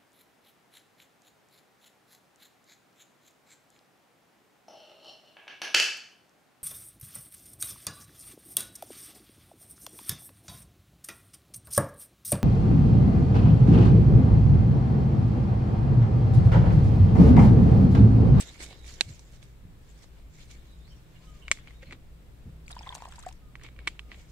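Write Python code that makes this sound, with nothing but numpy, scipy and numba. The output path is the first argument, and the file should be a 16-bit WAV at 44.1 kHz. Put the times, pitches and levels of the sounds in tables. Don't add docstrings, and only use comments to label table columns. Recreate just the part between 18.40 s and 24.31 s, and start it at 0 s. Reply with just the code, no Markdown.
import sys
import numpy as np
from scipy import signal
from scipy.fft import rfft, irfft, next_fast_len
from scipy.io import wavfile
from scipy.ndimage import uniform_filter1d
from numba import njit

SR = 44100
rng = np.random.default_rng(int(sys.argv[2]) if len(sys.argv) > 2 else 0)


def gain_from_db(level_db):
    decades = np.asarray(level_db, float) / 20
    return 10 ** decades


def wav_out(sig):
    wavfile.write(sys.argv[1], SR, np.round(np.clip(np.atleast_2d(sig).T, -1, 1) * 32767).astype(np.int16))


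N = 260631

# frequency [Hz], density [dB per Hz].
TOWN_SPECTRUM = [(20, -1.5), (154, -16), (290, -23), (624, -28.5), (800, -32.5), (2500, -38), (7000, -49.5),
                 (15500, -47.5)]
# pitch [Hz], width [Hz], level [dB].
MACHINES = [(57.3, 12.4, -51.5), (122.3, 3.4, -62), (159.2, 8.5, -63.5)]
# start [s], level [dB], top frequency [Hz], decay [s].
KNOCKS = [(0.659, -45, 89, 0.085), (1.23, -47.5, 98, 0.095), (3.47, -48, 105, 0.12),
          (4.052, -42, 108.2, 0.057)]
# frequency [Hz], width [Hz], level [dB], left minus right [dB].
WALL_MODES = [(1760, 500, -7, -2), (2240, 160, 2, -4), (2900, 1650, -7, 1), (3800, 450, -3.5, -0.5),
              (4170, 300, -6.5, -1.5), (5100, 367, -8.5, -2), (5870, 2000, -10, -9.5),
              (7400, 810, -6, -2.5), (7900, 1100, -9, 0.5), (11600, 6000, -16.5, -3)]
# peak time [s], peak level [dB], rise over 10 dB [s], fall over 10 dB [s],
# heavy slap re peak [dB].
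SHAKES = [(0.015, -42, 0.12, 0.022, -12), (0.09, -54, 0.074, 0.12, -1.5), (0.206, -47.5, 0.0041, 0.019, -1),
          (0.232, -47, 0.02, 0.045, -5), (0.308, -56, 0.0095, 0.065, 4.5), (0.48, -54, 0.04, 0.089, -5),
          (0.6, -63.5, 0.035, 0.081, 3), (0.694, -56, 0.015, 0.08, -13), (0.94, -64.5, 0.063, 0.063, -3.5),
          (1.026, -64, 0.01, 0.056, -7), (1.095, -81.5, 0.0088, .06, -4)]
TURNS = [(1.49, -68, 0.088, .15, -4), (1.642, -61, 0.034, 0.0088, -3.5), (1.79, -68, 0.052, 0.044, 2),
         (1.946, -69, 0.022, .03, -4), (2.005, -61, 0.037, 0.065, -17), (2.114, -54, 0.012, 0.022, -15),
         (2.152, -67.5, 0.014, 0.065, -1), (2.258, -68.5, 0.024, .1, -1.5), (2.55, -72, 0.23, .25, -2),
         (2.85, -71, 0.076, 0.5, -14), (5.8, -62, 0.086, 0.052, -3), (5.91, -66.5, 0.03, .04, -3)]
RUBS = [(2.76, -67.5, 0.04, 0.036, -5), (3.0, -75, 0.092, 0.15, 7), (3.135, -57, 0.02, 0.036, -21),
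        (3.2, -64, 0.065, 0.049, -8), (3.28, -58, 0.024, 0.042, -7), (3.43, -58, 0.011, 0.021, -20),
        (3.465, -60.5, .02, 0.044, -18), (3.53, -50, 0.02, 0.012, 1), (5.25, -51, 0.027, 0.03, -3.5),
        (5.392, -58, 0.0078, 0.019, 3.5), (5.5, -58.5, 0.062, 0.029, -1), (5.56, -67, 0.047, .05, -2),
        (5.722, -54.5, 0.018, 0.029, 0.5)]
# start [s], peak [dB], dent pitch [Hz], treble re peak [dB], thud re peak [dB].
WALL_CRACKS = [(0.2924, -52, 3080, -5, -15), (0.519, -50, 3200, 14, -15), (0.609, -7, 3774, -4.5, -22),
               (0.7934, -40.5, 3160, 16, -4), (1.028, -43.5, 3300, -8, -19), (1.6326, -51, 3170, 0, -18),
               (1.642, -51, 2900, -14, -4), (2.0993, -55, 2200, -5, -19), (0.1785, -50, 4500, -11, -27),
               (0.1925, -48, 3070, -3, -27), (0.2039, -39, 2190, -12, -22), (0.2239, -35, 2270, 0, -19),
               (0.235, -41, 2280, -12, -22), (0.263, -41, 5000, -6, -26), (0.3277, -44, 3990, -10, -9),
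               (0.4434, -45, 2250, -16, -18), (0.4633, -46, 2250, -8, -20), (0.5462, -47, 6600, 0, -22),
               (0.009, -36, 4200, -4, -24), (0.022, -43, 2250, -4, -15), (2.255, -56, 2050, -20, -25),
               (2.478, -52, 2250, -20, -14), (2.712, -63, 2000, -20, -13)]
OPENING_CRACKS = [(3.081, -28.5, 2160, -22, -24), (3.1145, -6.5, 2140, -4, -24),
                  (3.1724, -43.5, 2100, -22, -21), (3.187, -45, 2330, -22, -16),
                  (3.2735, -41, 2140, -28, -12), (3.3075, -45.5, 2260, -23, -14),
                  (3.4235, -47, 2180, -19, -38), (3.427, -45.5, 2030, -22, -33),
                  (3.4305, -41.5, 2240, -22, -30), (3.4345, -46, 1880, -20, -23),
                  (3.4385, -53, 2120, -20, -30), (3.487, -51, 2230, -26, -30), (3.490, -51, 2290, -26, -30),
                  (3.5093, -37.5, 2010, -22, -32), (3.5145, -46, 2150, -26, -30),
                  (3.5242, -33, 2200, -13, -16), (3.5286, -36, 2050, -24, -20),
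                  (3.531, -41, 2050, -24, -23), (3.548, -51, 2200, -24, -22), (3.5529, -53, 2240, -22, -24),
                  (4.2805, -40.5, 2600, -5, -33)]
CLOSING_CRACKS = [(5.1545, -32.5, 2120, -31, -12.5), (5.197, -51, 1800, -25, -18),
                  (5.2134, -47, 1870, -25, -20), (5.221, -49, 1700, -25, -8), (5.239, -45, 2150, -20, -8),
                  (5.364, -50.5, 2300, -28, -17), (5.2352, -39, 2160, 6, -21), (5.248, -41, 2170, -22, -12),
                  (5.2643, -40, 2300, -10, -13), (5.2877, -43, 2250, -17, -14),
                  (5.3902, -39.5, 1760, -24, -19), (5.4719, -30, 1500, -8, -5),
                  (5.4742, -15, 2300, -12, -11), (5.478, -18.5, 2200, -11.5, -24),
                  (5.486, -35, 2600, -15, -16), (5.5933, -26.5, 2540, -28, -23),
                  (5.717, -33.5, 2040, -35, -15.5), (5.7254, -44, 2470, -31.5, -7),
                  (5.745, -43.5, 2000, -27, -27)]
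# frequency [Hz], width [Hz], level [dB],
# left minus right [dB].
FREE_WALL_MODES = [(326, 310, -2.5, -1), (595, 184, -2, -9), (906, 280, -1.5, -7.5), (1635, 120, 0, 0),
                   (2240, 200, 7.5, -6.5), (2530, 253, 8, 0.5), (3300, 430, -19, -8), (4266, 280, 3, -3.5),
                   (4590, 215, -0.5, -6), (5850, 1100, -1.5, -5), (6580, 460, 0, -12.5),
                   (7640, 1100, -3.5, -3), (9500, 3100, -8.5, 2.5), (180, 120, -3, 0)]
TIGHT_CAP_MODES = [(604, 120, 2, 4), (260, 120, -3, 0), (1066, 230, 2.5, -4), (1300, 210, -14, 6),
                   (1800, 390, -10, -3.5), (2200, 247, 2, 2.5), (3450, 360, -1, 6.5), (4110, 490, -6.5, -4),
                   (4700, 400, -2.5, -4.5), (6300, 650, -5, -1), (6800, 360, 2.5, 0), (7300, 700, -1, 0.5),
                   (8540, 1500, -8.5, 3.5), (160, 99, -2, -0.5)]
LOOSE_CAP_MODES = [(340, 100, 1.5, 2), (1210, 335, 2.5, 8.5), (950, 220, 4, -2), (1500, 740, -12.5, 1),
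                   (2250, 260, -5.5, 2.5), (3250, 250, 1, -3), (3560, 260, -0.5, -3), (4150, 370, -9, 2),
                   (5400, 390, 3, -2), (6500, 750, -3, -9), (8100, 400, 1.5, 7), (10200, 3800, -7, 5),
                   (190, 97, -6, -3)]
# dent left minus right [dB], ribs [dB], contact band width [Hz],
# ground echo [dB], basin echo [dB], tail [dB].
GRIPS = [
    (-11, -5, 5800, -14, -21.5, -13),
    (4, -6, 2000, -22.5, -16, -2),
    (-5.5, -4, 1800, -14, -21, -1.5),
]
# start [s], length [s], start pitch [Hz], end pitch [Hz], level [dB].
BIRD_NOTES = [(0.275, 0.165, 4080, 3750, -65), (0.419, 0.13, 3690, 3750, -68.5),
              (1.429, 0.19, 1620, 1660, -74.5), (1.545, 0.057, 4350, 5300, -71),
              (1.577, 0.1, 5300, 5300, -74), (2.249, 0.22, 3980, 3530, -71), (2.409, 0.13, 3650, 5300, -68),
              (2.482, 0.05, 5460, 5660, -65), (2.547, .055, 5530, 5560, -74),
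              (2.508, 0.033, 3050, 3070, -57.5), (2.754, 0.034, 2900, 2850, -59),
              (2.822, 0.16, 1280, 1200, -64.5), (2.799, 0.07, 1017, 1060, -69),
              (2.865, 0.044, 3020, 2980, -67), (2.753, .03, 1660, 1640, -66), (2.75, .03, 2250, 2240, -66),
              (2.972, 0.08, 1190, 976, -72), (3.01, .05, 1560, 1480, -73), (3.279, 0.0097, 2950, 2950, -56),
              (3.304, 0.12, 3760, 3740, -72.5), (3.455, 0.033, 4150, 4400, -65),
              (3.018, 0.024, 2965, 2900, -54), (3.047, 0.046, 2950, 2900, -61),
              (5.006, 0.11, 1265, 1203, -69.5), (5.599, 0.13, 1250, 1206, -72)]
# time [s], level [dB].
FLOW = [
    (4.22, -38),
    (4.3, -7),
    (4.39, -1.5),
    (4.52, 3),
    (4.7, -3),
    (4.88, -6),
    (4.98, -19),
]
# start [s], peak [dB], pitch [Hz], ring t60 [s].
GLUGS = [(3.428, -52.5, 520, 0.07), (4.314, -47, 746, 0.017), (4.366, -38, 957, 0.027),
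         (4.383, -59, 890, 0.025), (4.409, -40.5, 870, 0.018), (4.431, -61, 950, 0.025),
         (4.462, -50, 950, 0.055), (4.47, -36.5, 1024, 0.026), (4.475, -43.5, 835, 0.028),
         (4.504, -41, 990, 0.024), (4.524, -40, 974, 0.025), (4.531, -43, 910, 0.018),
         (4.552, -31.5, 905, 0.0077), (4.563, -45, 1010, 0.018), (4.572, -52, 934, 0.023),
         (4.604, -48, 930, 0.026), (4.622, -30.5, 915, 0.0089), (4.636, -49, 1010, 0.043),
         (4.655, -32.5, 970, 0.011), (4.667, -50, 914, 0.027), (4.679, -54, 1060, 0.039),
         (4.782, -45, 930, 0.027), (4.836, -45, 1210, 0.014), (4.865, -34.5, 718, 0.054),
         (4.888, -51, 745, 0.038), (4.911, -50.5, 900, 0.015), (4.724, -57, 900, 0.014),
         (4.738, -52, 950, .018)]
# start [s], peak [dB], pitch [Hz], left minus right [dB].
BEADS = [(4.2633, -48, 4500, 2), (4.2797, -41.5, 2320, 8.5), (4.3136, -40, 9550, 10.5),
         (4.316, -40.5, 4800, 1.5), (4.328, -35.5, 3700, 3.5), (4.3521, -61, 1680, 4),
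         (4.391, -41, 2420, 8), (4.391, -36, 5060, -3.5), (4.4317, -41, 3300, -0.5),
         (4.464, -41, 2030, 1.5), (4.4913, -28, 3410, 3.5), (4.525, -41, 3260, 15), (4.551, -37, 6030, 3),
         (4.614, -52, 1910, 1), (4.6378, -47, 1640, 3), (4.6529, -50, 1760, 2), (4.6864, -47, 8500, 8.5),
         (4.7218, -41, 3300, 3.5), (4.722, -51, 7340, 10), (4.791, -45, 8100, 5),
         (4.7916, -44.5, 7200, 13.5), (4.8255, -50, 1980, 2), (4.862, -51, 1800, 11),
         (4.862, -46.5, 7400, 12), (4.888, -54, 1610, 14), (4.5287, -39, 2060, 2.5), (4.766, -56, 5700, 3),
         (4.8016, -46, 6000, 3), (4.828, -44, 3800, 2), (4.855, -48, 2000, 0), (4.873, -45, 1800, -1),
         (4.889, -43, 2630, 1), (4.911, -51, 2820, -1), (4.383, -44, 3000, 0)]
# start [s], peak [dB].
SPLASHES = [(4.2921, -42.5), (4.3141, -38), (4.3909, -52), (4.5454, -38), (4.5501, -35.5), (4.557, -36),
            (4.6214, -46), (4.6528, -43), (4.6867, -51), (4.7132, -49), (4.7595, -45), (4.8884, -44),
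            (4.3521, -46), (4.416, -55), (4.4309, -52), (4.4903, -50), (4.5242, -58), (4.614, -50),
            (4.6379, -49), (4.836, -51), (4.7915, -54), (4.8024, -48), (4.8259, -43), (4.8618, -42),
            (4.8828, -44.5), (4.9257, -45)]
# frequency [Hz], width [Hz], boost [dB].
PORTS = [
    (7640, 1060, 7.5),
    (3750, 980, 4),
]

TOWN_DB = -52
SHAKE_SPRAY_DB, TURN_SPRAY_DB, RUB_SPRAY_DB = 1, 0.4, -14.5
SHAKE_PAN_DB, TURN_PAN_DB = -1, 3
HEAVY_DULLS = 2.1
THUD_HZ, RIBS_HZ, TREBLE_HZ = 1280, 2900, 5200
BEND, BREAK_DB = 1.3, 4
BLUR, GLIDE_BLUR = 0.0032, 0.35
LARGE_DB, MIDDLE_DB, FINE_DB = -61, -56.5, -64
LARGE_SLOPE, FINE_SLOPE = 2.1, 0.49
GURGLE_DB = -57
BEAD_T60_S, GLUG_PAN_DB, SPLASH_DECAY_S = 0.016, 1.5, 0.0038
DULL_HZ, AIR_HZ, AIR_DB = 8640, 11690, -11
TOP_HZ = 15550


def level(x, db):
    return x * gain_from_db(db) / np.sqrt(np.mean(x ** 2))


def curve(table):
    s, *columns = np.transpose(table)
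    return [np.interp(np.arange(N) / SR, s, c) for c in columns]


def band(x, hz, width):
    return signal.lfilter(*signal.iirpeak(min(hz, 0.45 * SR), hz / width, SR), x)


def walk(rate):
    k = int(SR / rate)
    held = np.repeat(rng.standard_normal(N // k + 1), k)
    return 1.1 * uniform_filter1d(uniform_filter1d(held, k), k)[:N]


def panned(db):
    return gain_from_db(np.array([db, -db]) / 2)


def two_sides(mid, side, alike):
    return mid + side * np.sqrt(1 - alike) * np.array([[1], [-1]])


@njit
def rings(s, hz, t60, rise, glide, gains, lag, n):
    out = np.zeros((2, n))
    for e in range(len(s)):
        start, length, phase = int(s[e] * SR), int(t60[e] * SR), 0.
        for i in range(max(0, min(length, n - start))):
            phase += 2 * np.pi * hz[e] * (1 + glide * i / length) / SR
            size = np.exp(-np.log(1000) * i / length) * (1 - np.exp(-i / (rise * SR)))
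            out[0, start + i] += gains[0, e] * size * np.sin(phase)
            out[1, start + i] += gains[1, e] * size * np.sin(phase - 2 * np.pi * hz[e] * lag[e])
    return out


def swarm(lo_hz, hi_hz, rate, cycles, spread_db, pan_db, span):
    seconds = span[1] - span[0]
    where, size, loud, side = rng.random((int(rate * seconds), 4)).T
    side = 2 * side - 1
    hz = lo_hz * (hi_hz / lo_hz) ** size
    gains = gain_from_db(-spread_db * np.log(1 - loud)) * panned(pan_db * side)
    lag = 0.00014 + 0.00017 * side
    x = rings(span[0] + where * seconds, hz, cycles / hz, 0.00044, 0.12, gains, lag, N)
    return level(x, 0) * np.sqrt(seconds * SR / N)


def droplets(patchy_db, alike):
    mid, side = rng.standard_normal((2, N)) * gain_from_db(patchy_db * np.array([walk(500), walk(500)]))
    return two_sides(mid, side, alike)


def town():
    n = next_fast_len(N)
    f = np.arange(n // 2 + 1) * SR / n + 1
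    hz, db = np.transpose(TOWN_SPECTRUM)
    alike = np.clip(0.81 / (1 + (f / 450) ** 4), 0, 1)
    mid, side = rfft(rng.standard_normal((2, n)))
    both = two_sides(np.sqrt(1 + alike) * mid, side, alike)
    spectrum = both * (f > 16) * gain_from_db(np.interp(np.log(f), np.log(hz), db))
    air = level(irfft(spectrum, n)[:, :N], TOWN_DB)

    noise = rng.standard_normal((4, N))
    shared = noise[0] + 0.38 * noise[1:3]
    hum = sum(level(band(band(shared, hz, width), hz, width), db) for hz, width, db in MACHINES)

    t, knocks = np.arange(N) / SR, 0
    for s, db, top, decay in KNOCKS:
        u = np.maximum(t - s, 0) / decay * 3
        thump = band(band(band(noise[3], top, top), top, 1.7 * top), top, 2 * top)
        knocks = knocks + u * np.exp(1 - u) * level(thump, db)
    s, db, top, decay = np.transpose(KNOCKS)
    jolts = rings(s + 0.0047, 0.89 * top, 1.04 * decay, 0.004, -0.54, gain_from_db(db + 7.5) * np.ones((2, 1)), 0 * s, N)
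    return panned(0.78)[:, None] * (gain_from_db(0.3 * walk(5.8)) * air + hum) + knocks + jolts


def wall(x, modes, lo=0, hi=SR, damp=1, sway=lambda: 1):
    out = 0
    for k, (hz, width, db, pan) in enumerate(modes):
        if lo < hz <= hi:
            gains = (-1) ** k * gain_from_db(db) * panned(pan)
            out = out + gains[:, None] * band(x, hz, width * damp) * sway()
    return out


def swells(table):
    s, db, rise, fall, slap_db = np.transpose(table)[..., None]
    t = np.arange(0, N / SR + 0.001, 0.001)
    size = gain_from_db(db - 10 * np.maximum((t - s) / fall, (s - t) / rise))
    spray_db = -HEAVY_DULLS * np.maximum(slap_db + 3.5, 0)
    return curve(np.transpose([t] + [(size * gain_from_db(d)).sum(axis=0) for d in (0, spray_db, slap_db)]))


def wash():
    def patch():
        return gain_from_db(3.0 * walk(45))
    body = level(wall(droplets(2.3, 0.18), WALL_MODES, hi=TREBLE_HZ, sway=patch), 0)
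    spray = level(wall(droplets(3.5, 0.26), WALL_MODES, TREBLE_HZ, sway=patch), 0)
    slap = swarm(250, 1300, 900, cycles=4.08, spread_db=3.0, pan_db=5.0, span=(0, N / SR))
    out, flutter = 0, gain_from_db(1.0 * walk(40))
    for table, spray_db, pan_db in ((SHAKES, SHAKE_SPRAY_DB, SHAKE_PAN_DB),
                                    (TURNS, TURN_SPRAY_DB, TURN_PAN_DB),
                                    (RUBS, RUB_SPRAY_DB, TURN_PAN_DB)):
        if table is RUBS:
            body = level(band(body, 2330, 1598), 0)
        surge, mist, heavy = swells(table)
        light = surge * panned(pan_db)[:, None] * body + mist * gain_from_db(spray_db) * spray
        out = out + flutter * light + heavy * slap
    return out


def crack(db, hz, treble_db, thud_db, modes, grip, sign):
    pan_db, ribs_db, contact_hz, ground_db, basin_db, tail_db = grip
    t = np.arange(4096) / SR
    noise = rng.standard_normal((3, 4096))
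    snap = gain_from_db(-19.5) * noise * np.exp(-t / 0.00115)
    snap[:, 0] += 1
    damp = 1.5 + max(-16.0 - db, 0) / 45
    dent = panned(pan_db)[:, None] * band(snap[0], hz, 0.086 * hz * damp)
    dent = band(dent + wall(snap[0], modes, THUD_HZ, RIBS_HZ, damp), 2500, contact_hz * damp)
    ribs = band(wall(snap[1], modes, RIBS_HZ, TREBLE_HZ, damp), 4150, 3000)
    treble = band(wall(snap[1:], modes, TREBLE_HZ), 7550, 7000)
    thud = band(wall(snap[0], modes, hi=THUD_HZ), 699, 2000)
    parts = ((dent, 0), (ribs, 0.5 * treble_db + ribs_db), (treble, treble_db), (thud, thud_db + 5))
    near = sum(gain_from_db(d) * x / np.abs(x).max() for x, d in parts)
    near = near / np.abs(near).max()
    near = near + gain_from_db(ground_db) * np.roll(near, int(0.0026 * SR), axis=1)
    direct = near
    near = direct + gain_from_db(basin_db) * np.roll(direct, int(0.0062 * SR), axis=1)
    echoes = band(noise[1:], 3400, 3000) + gain_from_db(treble_db + 3) * band(noise[1:], 6300, 3600)
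    fade = gain_from_db(-17.0 + tail_db) * np.exp(-t / 0.0045) + gain_from_db(-40.5) * np.exp(-t / 0.037)
    return sign * near + echoes * fade * (1 - np.exp(-t / 0.0016))


def cracks():
    out, k = np.zeros((2, N + 4096)), 0
    groups = zip((WALL_CRACKS, OPENING_CRACKS, CLOSING_CRACKS),
                 (FREE_WALL_MODES, TIGHT_CAP_MODES, LOOSE_CAP_MODES), GRIPS)
    for table, modes, grip in groups:
        for s, db, hz, treble_db, thud_db in table:
            both = crack(db, hz, treble_db, thud_db, modes, grip, (-1) ** k)
            i, k = int(s * SR), k + 1
            out[0, i + 3:i + 4099] += gain_from_db(db + 2) * both[0]
            out[1, i:i + 4096] += gain_from_db(db + 3.5) * both[1]
    return out[:, :N]


def birds():
    out = np.zeros((2, N))
    for s, length, from_hz, to_hz, db in BIRD_NOTES:
        n = int(length * SR)
        u = np.arange(n) / n
        phase = 2 * np.pi * np.cumsum(from_hz + (to_hz - from_hz) * u ** BEND) / SR
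        glide_hz = abs(to_hz - from_hz)
        k = int(SR / (BLUR * from_hz / length + GLIDE_BLUR * glide_hz))
        clear = (1950 / from_hz) ** 2 * min(length / 0.096, 1) / (1 + glide_hz / 600)
        waver = uniform_filter1d(uniform_filter1d(rng.standard_normal((2, 2, 16384)), k), k)
        a, b = waver[..., :n] * np.sqrt(k)
        note = ((clear + a) * np.sin(phase) + b * np.cos(phase)) / np.hypot(clear, 1.2) * 1.4
        out[:, int(s * SR):int(s * SR) + n] += gain_from_db(db) * np.sin(np.pi * u) ** 0.38 * note
    out = out * gain_from_db(BREAK_DB * np.minimum(walk(45), 0))
    return out + 0.19 * np.roll(out, int(0.017 * SR), axis=1) + 0.15 * np.roll(out[::-1], int(0.028 * SR), axis=1)


def bubbles(s, db, hz, t60, pan_db, rise, glide):
    gains = gain_from_db(db) * panned(pan_db)
    return rings(s, hz, np.clip(t60, 0.004, 0.2), rise, glide, gains, 0.0001 + 0.00002 * pan_db, N)


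def glugs():
    s, db, hz, t60 = np.transpose(GLUGS)
    side = GLUG_PAN_DB + 0 * s
    plop = bubbles(s, 0.77 * db - 12.5, 1.47 * hz, 0.36 * t60, side, 0.0003, 0.19)
    ring = bubbles(s, db + 8.0, hz, t60, side, 0.00083, 0.099)
    pinch = bubbles(s, db - 7.0, 2.96 * hz, 0 * s, side, 0.00005, -0.36)
    return plop + ring + pinch


def beads():
    s, db, hz, side = np.transpose(BEADS)
    t60 = BEAD_T60_S + 0 * s
    return sum(bubbles(s, db - 1.5, tune * hz, t60, side, 0.00062, 0.055) for tune in (0.98, 1.03))


def pour():
    flow_db, = curve(FLOW)
    span = (FLOW[0][0], FLOW[-1][0])
    t = np.arange(N) / SR
    inside = (t > span[0]) & (t < span[1])
    large = swarm(635, 1670, 500, cycles=15.0, spread_db=5.0, pan_db=3.0, span=span)
    middle = swarm(1550, 4520, 1100, cycles=31.0, spread_db=2.5, pan_db=9.0, span=span)
    fine = swarm(4370, 12100, 1400, cycles=32.0, spread_db=2.5, pan_db=7.0, span=span)
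    churn = droplets(5.9, 0.15) * gain_from_db(6.1 * walk(60))
    gurgle = gain_from_db(GURGLE_DB + flow_db) * level(band(band(churn, 1100, 1000), 1100, 1900), 0)
    large = gain_from_db(LARGE_DB + LARGE_SLOPE * flow_db) * large
    middle = gain_from_db(-3) * middle + level(band(churn, 2400, 2600), -5.5)
    middle = gain_from_db(MIDDLE_DB + flow_db) * middle
    fine = gain_from_db(-1.5) * fine + level(band(churn, 7500, 5000), -7)
    fine = gain_from_db(FINE_DB + FINE_SLOPE * flow_db) * fine
    return large + inside * (gurgle + middle + fine) + glugs() + beads()


def splashes():
    bursts, t = np.zeros(N + 2048), np.arange(2048) / SR
    for s, db in SPLASHES:
        bursts[int(s * SR):int(s * SR) + 2048] += gain_from_db(db) * np.exp(-t / SPLASH_DECAY_S)
    drops = droplets(3.3, 0.17)
    return bursts[:N] * (level(band(drops, 7100, 6000), -7.5) + level(band(drops, 3100, 2600), -18.5))


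def scene():
    near = wash() + cracks() + pour() + splashes()
    dull = signal.lfilter(*signal.butter(3, DULL_HZ, fs=SR), near)
    airy = signal.lfilter(*signal.butter(3, AIR_HZ, "high", fs=SR), near)
    heard = dull + gain_from_db(AIR_DB) * airy + birds() + town()
    return np.array([x + (gain_from_db(db) - 1) * band(x, hz, width) for x, (hz, width, db) in zip(heard, PORTS)])


def low_pass(x):
    return signal.sosfilt(signal.butter(12, 16550, fs=SR, output="sos"), x)


def record(dry):
    top_cut = signal.ellip(8, 0.2, 60, TOP_HZ, fs=SR, output="sos")
    mix = signal.sosfilt(top_cut, np.clip(dry, -1, 1))
    return low_pass(mix)


dry = scene()
out = record(dry)
wav_out(out)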